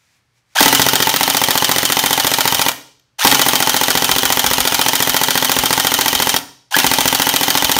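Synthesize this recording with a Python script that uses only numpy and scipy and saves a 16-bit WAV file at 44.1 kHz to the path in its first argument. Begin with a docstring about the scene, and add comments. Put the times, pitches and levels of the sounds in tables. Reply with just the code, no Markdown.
"""Airsoft rifle in a small room

An electric blowback airsoft rifle fires three full-auto bursts close to the microphone. Its motor
whines up and slows each time it pulls the spring. Fourteen times a second the piston thumps home and
the steel bolt cover clacks shut after it. Hard, near walls echo each blow, and the loudest blows clip."""
import sys
import numpy as np
from scipy import signal
from scipy.fft import rfft, irfft, next_fast_len
from scipy.io import wavfile
from scipy.ndimage import uniform_filter1d, map_coordinates

SR = 44100
rng = np.random.default_rng(int(sys.argv[2]) if len(sys.argv) > 2 else 0)


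def output_pcm(signal):
    """Save a mono or channel-first signal as 16-bit PCM at the path in sys.argv[1].

    Samples are clipped to [-1, 1] before scaling.
    """
    pcm = np.clip(np.atleast_2d(signal).T, -1, 1) * 32767
    wavfile.write(sys.argv[1], SR, np.round(pcm).astype(np.int16))


N = 343539
TIME = np.arange(N) / SR
BLOW_TIME = np.arange(SR // 12) / SR  # the seconds within one blow

# Tone of the still air, a rustling sleeve and the room's echo: (frequency [Hz], level [dB])
AIR_TONE = [(25, -16), (60, -10), (130, -11.5), (220, -17.5), (500, -23), (1500, -22), (5000, -30),
            (15000, -47)]
CLOTH_TONE = [(290, -43.5), (500, -9.5), (1680, -2), (2290, 3), (2840, -4.5), (5780, -3.5), (15000, -18.5)]
ECHO_TONE = [(60, -2.5), (200, -13), (500, -9.5), (900, -8.5), (2000, -7.5), (3200, -14.5), (6000, -12),
             (15000, -7.5)]
# How loudly the sleeve rustles: (time [s], level [dB])
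SLEEVE_LEVEL = [(0, -63.5), (.17, -61.5), (.23, -73), (.32, -75), (.38, -62), (.44, -76), (.54, -57),
                (.6, -100)]
# How long the echo takes to fade by 60 dB: (frequency [Hz], fade time [s])
ECHO_FADE = [(100, .45), (260, 0.63), (800, 0.43), (2000, 0.43), (5000, 0.62), (13000, 0.33)]
# Standing waves, the notes the room holds: (frequency [Hz], level [dB], fade time [s])
ROOM_NOTES = [(131.7, -60.5, 0.71), (153, -92, .37), (179.3, -67, 0.51), (255.5, -55, 0.38),
              (280, -61, .45), (383.6, -50, 0.1), (506, -82, 0.21), (886, -55, 0.17)]
# First and second bounces off the near walls: (delay [s], treble limit [Hz])
WALL_BOUNCES = [(.0046, 4400), (.0076, 4400), (.011, 900), (.0151, 700)]
# Strength of each of those bounces: (level [dB])
BOUNCE_DB = [-18.5, -13, -30.5, -19]

# Trigger pulls: (motor start [s], first strike [s], second strike [s], starting gap [s], shots [count])
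TRIGGER_PULLS = [(.550, .6053, .6583, .06870, 31), (3.183, 3.2487, 3.3240, .06968, 45),
                 (6.708, 6.7647, 6.8434, .07074, 15)]
# The gap between shots grows as the battery sags, one value a pull: (time added per shot [s])
BATTERY_SAG = [.0000292, .0000228, .0000260]
# Each burst opens loud, then settles, one value a pull: (boost at motor start [dB])
OPENING_BOOST = [15, 12, 5]
# Recoil shakes the rifle in the hands: (time [s], level [dB])
RECOIL_BUMPS = [(4.12, -25), (4.25, -27), (4.466, -21), (4.604, -21), (5.095, -23), (5.585, -18),
                (6.15, -24), (6.865, -21), (7.64, -22)]

# Motor speed over one pull of the spring: (place in the cycle [0-1], share of free speed [0-1])
SPEED_UNDER_LOAD = [(0, .9), (.06, .94), (.36, 1), (.57, 1), (.71, .965), (.83, .925), (.94, .89), (1, .9)]
# The whine at even steps from one strike to the next: (level [dB])
WHINE_STRAIN = [-11, -13, -3.5, -1, 1, 5.5, 1.5, -4]
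# Pitches the gearbox shell favours, and the tone of the grinding gears: (frequency [Hz], level [dB])
SHELL_TONE = [(400, -21.5), (800, 9), (1150, -9), (1570, 6), (2200, -10.5), (3050, 0), (4000, -1.5),
              (6000, -12.5), (9000, -23.5)]
GRIND_TONE = [(100, -37.5), (420, -22), (640, 1), (830, 10.5), (1150, 2), (1600, 1), (2400, 4), (3200, 6),
              (5000, 1.5), (6300, 4), (7800, -4.5), (9200, 0), (10400, -6.5), (13500, -5)]

# Notes of struck parts: (frequency [Hz], level [dB], fade time [s])
RACK_NOTES = [(4170, -4, 0.015), (5420, -10, 0.014), (6040, -4.5, 0.015), (11700, -6.5, .012),
              (12500, -8, 0.011), (13760, -9.5, .012), (15200, -11.5, 0.011)]  # the piston's row of teeth
SPRING_NOTES = [(11050, -79, .9)]  # the bolt's return spring
STEEL_NOTES = [(782, -18, 0.027), (1393, -12.5, 0.025), (1825, -17.5, 0.036), (2365, -13.5, 0.017),
               (3135, -5, 0.014), (3420, -14.5, 0.016), (3758, -13.5, 0.029), (4497, -14, 0.026),
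               (5370, -11, 0.017), (6060, -3.5, 0.0071), (6955, -11.5, 0.017)]  # the steel body, hit by the bolt
THUMP_NOTES = [(139, -60.5, 0.029), (194.3, -22.5, 0.069), (294.9, -16, 0.11), (438, -9, 0.025),
               (536.6, -6.5, 0.022), (655, -27, 0.066), (843.6, -7, 0.022), (906, -14.5, 0.051),
               (947, -8, 0.022), (1093, -16.5, 0.04), (1364, -10, 0.019), (1587, -20, 0.081),
               (1966, -5, 0.02), (2447, -14.5, .025), (3140, -8.5, 0.021), (3544, -7, 0.011)]  # gearbox, barrel and body, hit by the piston
# Tone of the short noises in a shot: (frequency [Hz], level [dB])
SNAP_TONE = [(2000, -17), (5000, -20.5), (7000, -0.5), (9200, 0.5), (10400, -10), (11400, 0.5),
             (15500, -0.5)]
CLACK_TONE = [(60, -27), (130, -8.5), (450, -1.5), (900, 4.5), (2600, -2), (3300, 4.5), (6700, 0),
              (7800, -7.5), (9200, -0.5), (10400, -10.5), (11400, -0.5), (12900, -6.5), (13900, -5.5),
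              (15500, -1.5)]
PUFF_TONE = [(25, -26.5), (60, -27), (150, -26.5), (450, -22), (800, 4.5), (1500, -6.5), (3300, -4.5),
             (5000, -5.5), (6500, -5.5), (8000, -17.5), (9200, -4.5), (10400, -12.5), (11600, -9),
             (15500, 0.5)]
# Small linked parts touch in every shot: (time from the piston strike [s], level [dB])
LINK_CLICKS = [(-.0089, -14), (.0175, -18.5), (0.0288, -4.5), (0.0329, -10.5), (0.0465, -16.5)]
# Loose parts knock as the action starts and stops: (time [s], level [dB])
LOOSE_KNOCKS = [(2.716, -13.5), (2.996, -49), (3.2395, -17), (3.302, -9), (3.314, 0), (6.383, -22),
                (6.7995, -4)]
# How strongly the piston's middle notes ring: (time [s], level [dB])
MIDDLE_LEVEL = [(.6, 0.5), (1.1, 0.5), (1.55, 4.5), (1.69, 1), (1.76, -4), (1.9, -5.5), (1.97, 2), (2.5, 1),
                (3.45, 0), (4.25, 0.5), (4.6, 1.5), (5.8, 1.5), (6.3, 0.5), (7.79, 1)]

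SETTLE_S = 0.17  # how quickly the opening boost dies away
BOLT_BOOST_SHARE, GEAR_BOOST_SHARE = 0.46, 0.75  # how much of that boost these parts get
JITTER_S = .0002  # random timing of the rack and bolt


def gain(db):
    """Turn decibels into a number to multiply by."""
    return 10 ** (np.asarray(db) / 20)


def normalise(x):
    """Scale a signal to an average strength (rms) of 1."""
    return x / np.sqrt(np.mean(x ** 2) + 1e-20)


def at_pitch(table, hz):
    """Read a table between its frequencies, on a log scale."""
    frequencies, values = np.transpose(table)
    return np.interp(np.log(hz + 1), np.log(frequencies), values)


def fade(t, fade_s):
    """Die away by 60 dB every fade_s seconds."""
    return np.exp(-np.log(1000) * t / fade_s)


def rise(t, rise_s):
    """Climb from 0 towards 1, most of the way in rise_s seconds."""
    return 1 - np.exp(-t / rise_s)


def wobble(rate):
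    """A smooth curve through rate random points a second."""
    return map_coordinates(rng.standard_normal(int(TIME[-1] * rate) + 4), [TIME * rate])


def noise(tone, size):
    """Noise of strength 1, shaped by a tone table."""
    padded = next_fast_len(size)
    shape = gain(at_pitch(tone, np.fft.rfftfreq(padded, 1 / SR)))
    return normalise(irfft(rfft(rng.standard_normal(padded)) * shape, padded)[:size])


def short_noise(tone, rise_s, fade_s):
    """A noise that swells and dies within one blow."""
    return noise(tone, len(BLOW_TIME)) * rise(BLOW_TIME, rise_s) * fade(BLOW_TIME, fade_s)


def ring(notes, t, scatter_db=0, phase=0, detune=0):
    """The fading notes of a struck thing; scatter_db and detune vary their level and pitch."""
    hz, db, fade_s = np.transpose(notes)[:, :, None]
    hz = hz * (1 + detune * rng.standard_normal(hz.shape))
    db = db + scatter_db * rng.standard_normal(hz.shape)
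    return np.sum(gain(db) * fade(t, fade_s) * np.sin(2 * np.pi * hz * t + phase), axis=0)


def add(track, when, sound):
    """Mix a sound into the track at a time in seconds."""
    part = track[max(round(when * SR), 0):][:len(sound)]
    part += sound[:len(part)]


def pulls():
    """Each trigger pull as (motor start, strike times, opening boost); the firing slowly slackens."""
    for (start, first, second, gap, count), sag, boost_db in zip(TRIGGER_PULLS, BATTERY_SAG, OPENING_BOOST):
        k = np.arange(count - 1)
        yield start, np.append(first, second + k * gap + sag * k ** 2 / 2), boost_db


def shots():
    """Each piston strike as (time, what is left of the opening boost in dB)."""
    for start, strikes, boost_db in pulls():
        for when in strikes:
            yield when, boost_db * np.exp(-(when - start) / SETTLE_S)


def background():
    """Still air, a 120 Hz mains hum and a sleeve shifting before the first burst."""
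    air = gain(-67) * noise(AIR_TONE, N)
    hum = gain(-69.5) * np.sin(2 * np.pi * 120 * TIME)
    sleeve = gain(np.interp(TIME, *np.transpose(SLEEVE_LEVEL))) * noise(CLOTH_TONE, N)
    return air + hum + sleeve


def echo_tail(t):
    """Countless bounces blur into noise, each frequency fading at its own speed."""
    hz, times, spectrum = signal.stft(rng.standard_normal(len(t)), SR, nperseg=256)
    spectrum *= fade(times, at_pitch(ECHO_FADE, hz)[:, None])
    spectrum *= gain(at_pitch(ECHO_TONE, hz))[:, None]
    tail = signal.istft(spectrum, SR, nperseg=256)[1][:len(t)] * rise(t, 0.0011)
    return tail / np.linalg.norm(tail)


def room(rifle):
    """The room adds dull wall bounces, its own notes and an echo that changes as the rifle moves."""
    t = TIME[:SR * 3 // 5]
    response = ring(ROOM_NOTES, t)
    response[0] += 1  # the direct sound
    for (delay, treble_hz), db in zip(WALL_BOUNCES, BOUNCE_DB):
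        smear = signal.get_window("hann", round(SR / treble_hz))
        add(response, delay, gain(db) * smear / smear.sum())
    out = signal.fftconvolve(rifle, response)[:N]
    hop = SR // 4
    for start in range(0, N, hop):  # each overlapping piece gets a fresh tail
        piece = rifle[start:start + 2 * hop]
        piece = piece * np.hanning(2 * hop)[:len(piece)]
        add(out, start / SR, gain(-9) * signal.fftconvolve(piece, echo_tail(t)))
    return out


def recoil():
    """The shoulder pads the stock, so each bump is a soft, low swing at 59 Hz."""
    out = np.zeros(N)
    for when, db in RECOIL_BUMPS:
        add(out, when, ring([(59, db + 7.5, 0.05)], BLOW_TIME) * rise(BLOW_TIME, 0.0079))
    return out


def motor_motion(spin_up_s=.051, run_on_s=.026, gear_db=-25.5):
    """The motor spins up, runs and coasts: its loudness, speed and place in the firing cycle."""
    loudness, speed, place = np.zeros((3, N))
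    for start, strikes, boost_db in pulls():
        since = np.maximum(TIME - start, 0)
        coast = fade(np.clip(TIME - strikes[-1] - run_on_s, 0, 1), fade_s=.15)
        db = gear_db + GEAR_BOOST_SHARE * boost_db * np.exp(-since / SETTLE_S)
        loudness += gain(db) * rise(since, 0.018) * coast
        speed = np.where(TIME > start, rise(since, spin_up_s) * coast ** .1, speed)
        gap = strikes[-1] - strikes[-2]
        edges = np.r_[strikes[0] - gap, strikes, strikes[-1] + gap]
        place = np.where(TIME > start, np.interp(TIME, edges, np.arange(len(edges))) % 1, place)
    return loudness, speed, place


def motor(free_tooth_hz=3170, chatter_db=4.5):
    """Meeting gear teeth whine, lower and harder as the spring is pulled; the gears grind underneath."""
    loudness, speed, place = motor_motion()
    flutter = normalise(uniform_filter1d(rng.standard_normal(N), 150))
    flutter *= 0.01575 + .05 * (1 - speed)  # a slow motor is less steady
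    load = np.interp(place, *np.transpose(SPEED_UNDER_LOAD))
    drift = 1 + .005 * wobble(25)
    tooth_hz = free_tooth_hz * speed * load * drift
    phase = 2 * np.pi * np.cumsum(tooth_hz * (1 + flutter)) / SR
    strain_db = np.interp(place, np.linspace(0, 1, len(WHINE_STRAIN)), WHINE_STRAIN) + 0.92 * wobble(40)
    whine = sum(gain(at_pitch(SHELL_TONE, k * tooth_hz)) * np.sin(k * phase) for k in (1, 2, 3))
    whine *= gain(chatter_db * (wobble(350) - .5))  # the teeth touch unevenly
    rub = 1 + .5 * np.sin(phase / 10)  # the motor's gear rubs hardest once a turn
    grind = gain(2) * rub * noise(GRIND_TONE, N)
    return loudness * (gain(strain_db) * whine + grind)


def rack(lead_s=.0089):
    """The piston's last tooth slips off the gear with a bright ping, just before the strike."""
    out = np.zeros(N)
    for when, boost_db in shots():
        phase = rng.uniform(0, 2 * np.pi, (len(RACK_NOTES), 1))
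        ping = ring(RACK_NOTES, BLOW_TIME, scatter_db=4.5, phase=phase, detune=0.012)
        add(out, when - lead_s + rng.normal(0, JITTER_S), gain(-16 + BOLT_BOOST_SHARE * boost_db) * ping)
    return out


def clack(ring_db):
    """Steel hits steel: a hard snap, a bright rattle, then the rifle's body rings."""
    phase = rng.uniform(0, 2 * np.pi, (len(STEEL_NOTES), 1))
    body = ring(STEEL_NOTES, BLOW_TIME, scatter_db=2, phase=phase, detune=0.016)
    snap = gain(-0.5) * short_noise(SNAP_TONE, rise_s=.0001, fade_s=0.0086)
    rattle = gain(-2.5) * short_noise(CLACK_TONE, rise_s=0.0014, fade_s=0.025)
    return snap + rattle + gain(ring_db) * body * rise(BLOW_TIME, 0.0014)


def bolt(delay_s=.0218, slam_db=0.25, link_db=1.45):
    """The bolt cover slams shut after each shot; small parts click and knock, and its spring sings on."""
    out = np.zeros(N)
    for when, boost_db in shots():
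        force_db = BOLT_BOOST_SHARE * boost_db + rng.normal(0, 0.41)
        add(out, when + delay_s + rng.normal(0, JITTER_S), gain(slam_db + force_db) * clack(ring_db=2))
        for offset, click_db in LINK_CLICKS:
            click_time = when + offset + rng.normal(0, .0004)
            strength = gain(link_db + force_db + click_db + rng.normal(0, 1))
            add(out, click_time, strength * short_noise(CLACK_TONE, rise_s=0.00033, fade_s=0.011))
    for when, db in LOOSE_KNOCKS:
        add(out, when, gain(db) * clack(ring_db=7))
    spring = signal.fftconvolve(out, ring(SPRING_NOTES, TIME[:SR // 2]))[:N]
    return out + spring


def piston(middle_hz=(700, 1200)):
    """The padded piston thumps home with a tick and a puff of air; its middle notes vary by shot."""
    out = np.zeros(N)
    notes = np.array(THUMP_NOTES)
    is_middle = (middle_hz[0] < notes[:, 0]) & (notes[:, 0] < middle_hz[1])
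    steady = ring(notes[~is_middle], BLOW_TIME)
    cushion = rise(BLOW_TIME, .0008)
    for when, boost_db in shots():
        middle_db = np.interp(when, *np.transpose(MIDDLE_LEVEL)) + rng.normal(0, 1.2)
        middle = gain(middle_db) * ring(notes[is_middle], BLOW_TIME, detune=.005)
        thump = gain(-1.58) * cushion * (steady + middle)
        puff = gain(-8.5 + .3 * middle_db) * short_noise(PUFF_TONE, rise_s=0.00073, fade_s=0.04)
        tick = gain(-3.5) * short_noise(CLACK_TONE, rise_s=.0003, fade_s=0.013)
        add(out, when, gain(boost_db) * (thump + puff + tick))
    return out


def scene():
    """The rifle in its room, as one channel."""
    rifle = rack() + piston() + bolt() + motor() + recoil()
    return (room(rifle) + background())[None]


def record(dry):
    """The microphone loses deep bass, rounds off the loudest peaks and cuts the highest treble."""
    bottom_hz, top_hz, ceiling = 52, 15650, .97
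    thin = signal.sosfilt(signal.butter(3, bottom_hz, "highpass", fs=SR, output="sos"), dry)
    clipped = thin / (1 + np.abs(thin / ceiling) ** 8) ** (1 / 8)
    padded = next_fast_len(N + SR // 4)
    treble_cut = 1 / (1 + (np.fft.rfftfreq(padded, 1 / SR) / top_hz) ** 160)
    return irfft(rfft(clipped, padded) * treble_cut, padded)[..., :N]


dry = scene()
out = record(dry)
output_pcm(out)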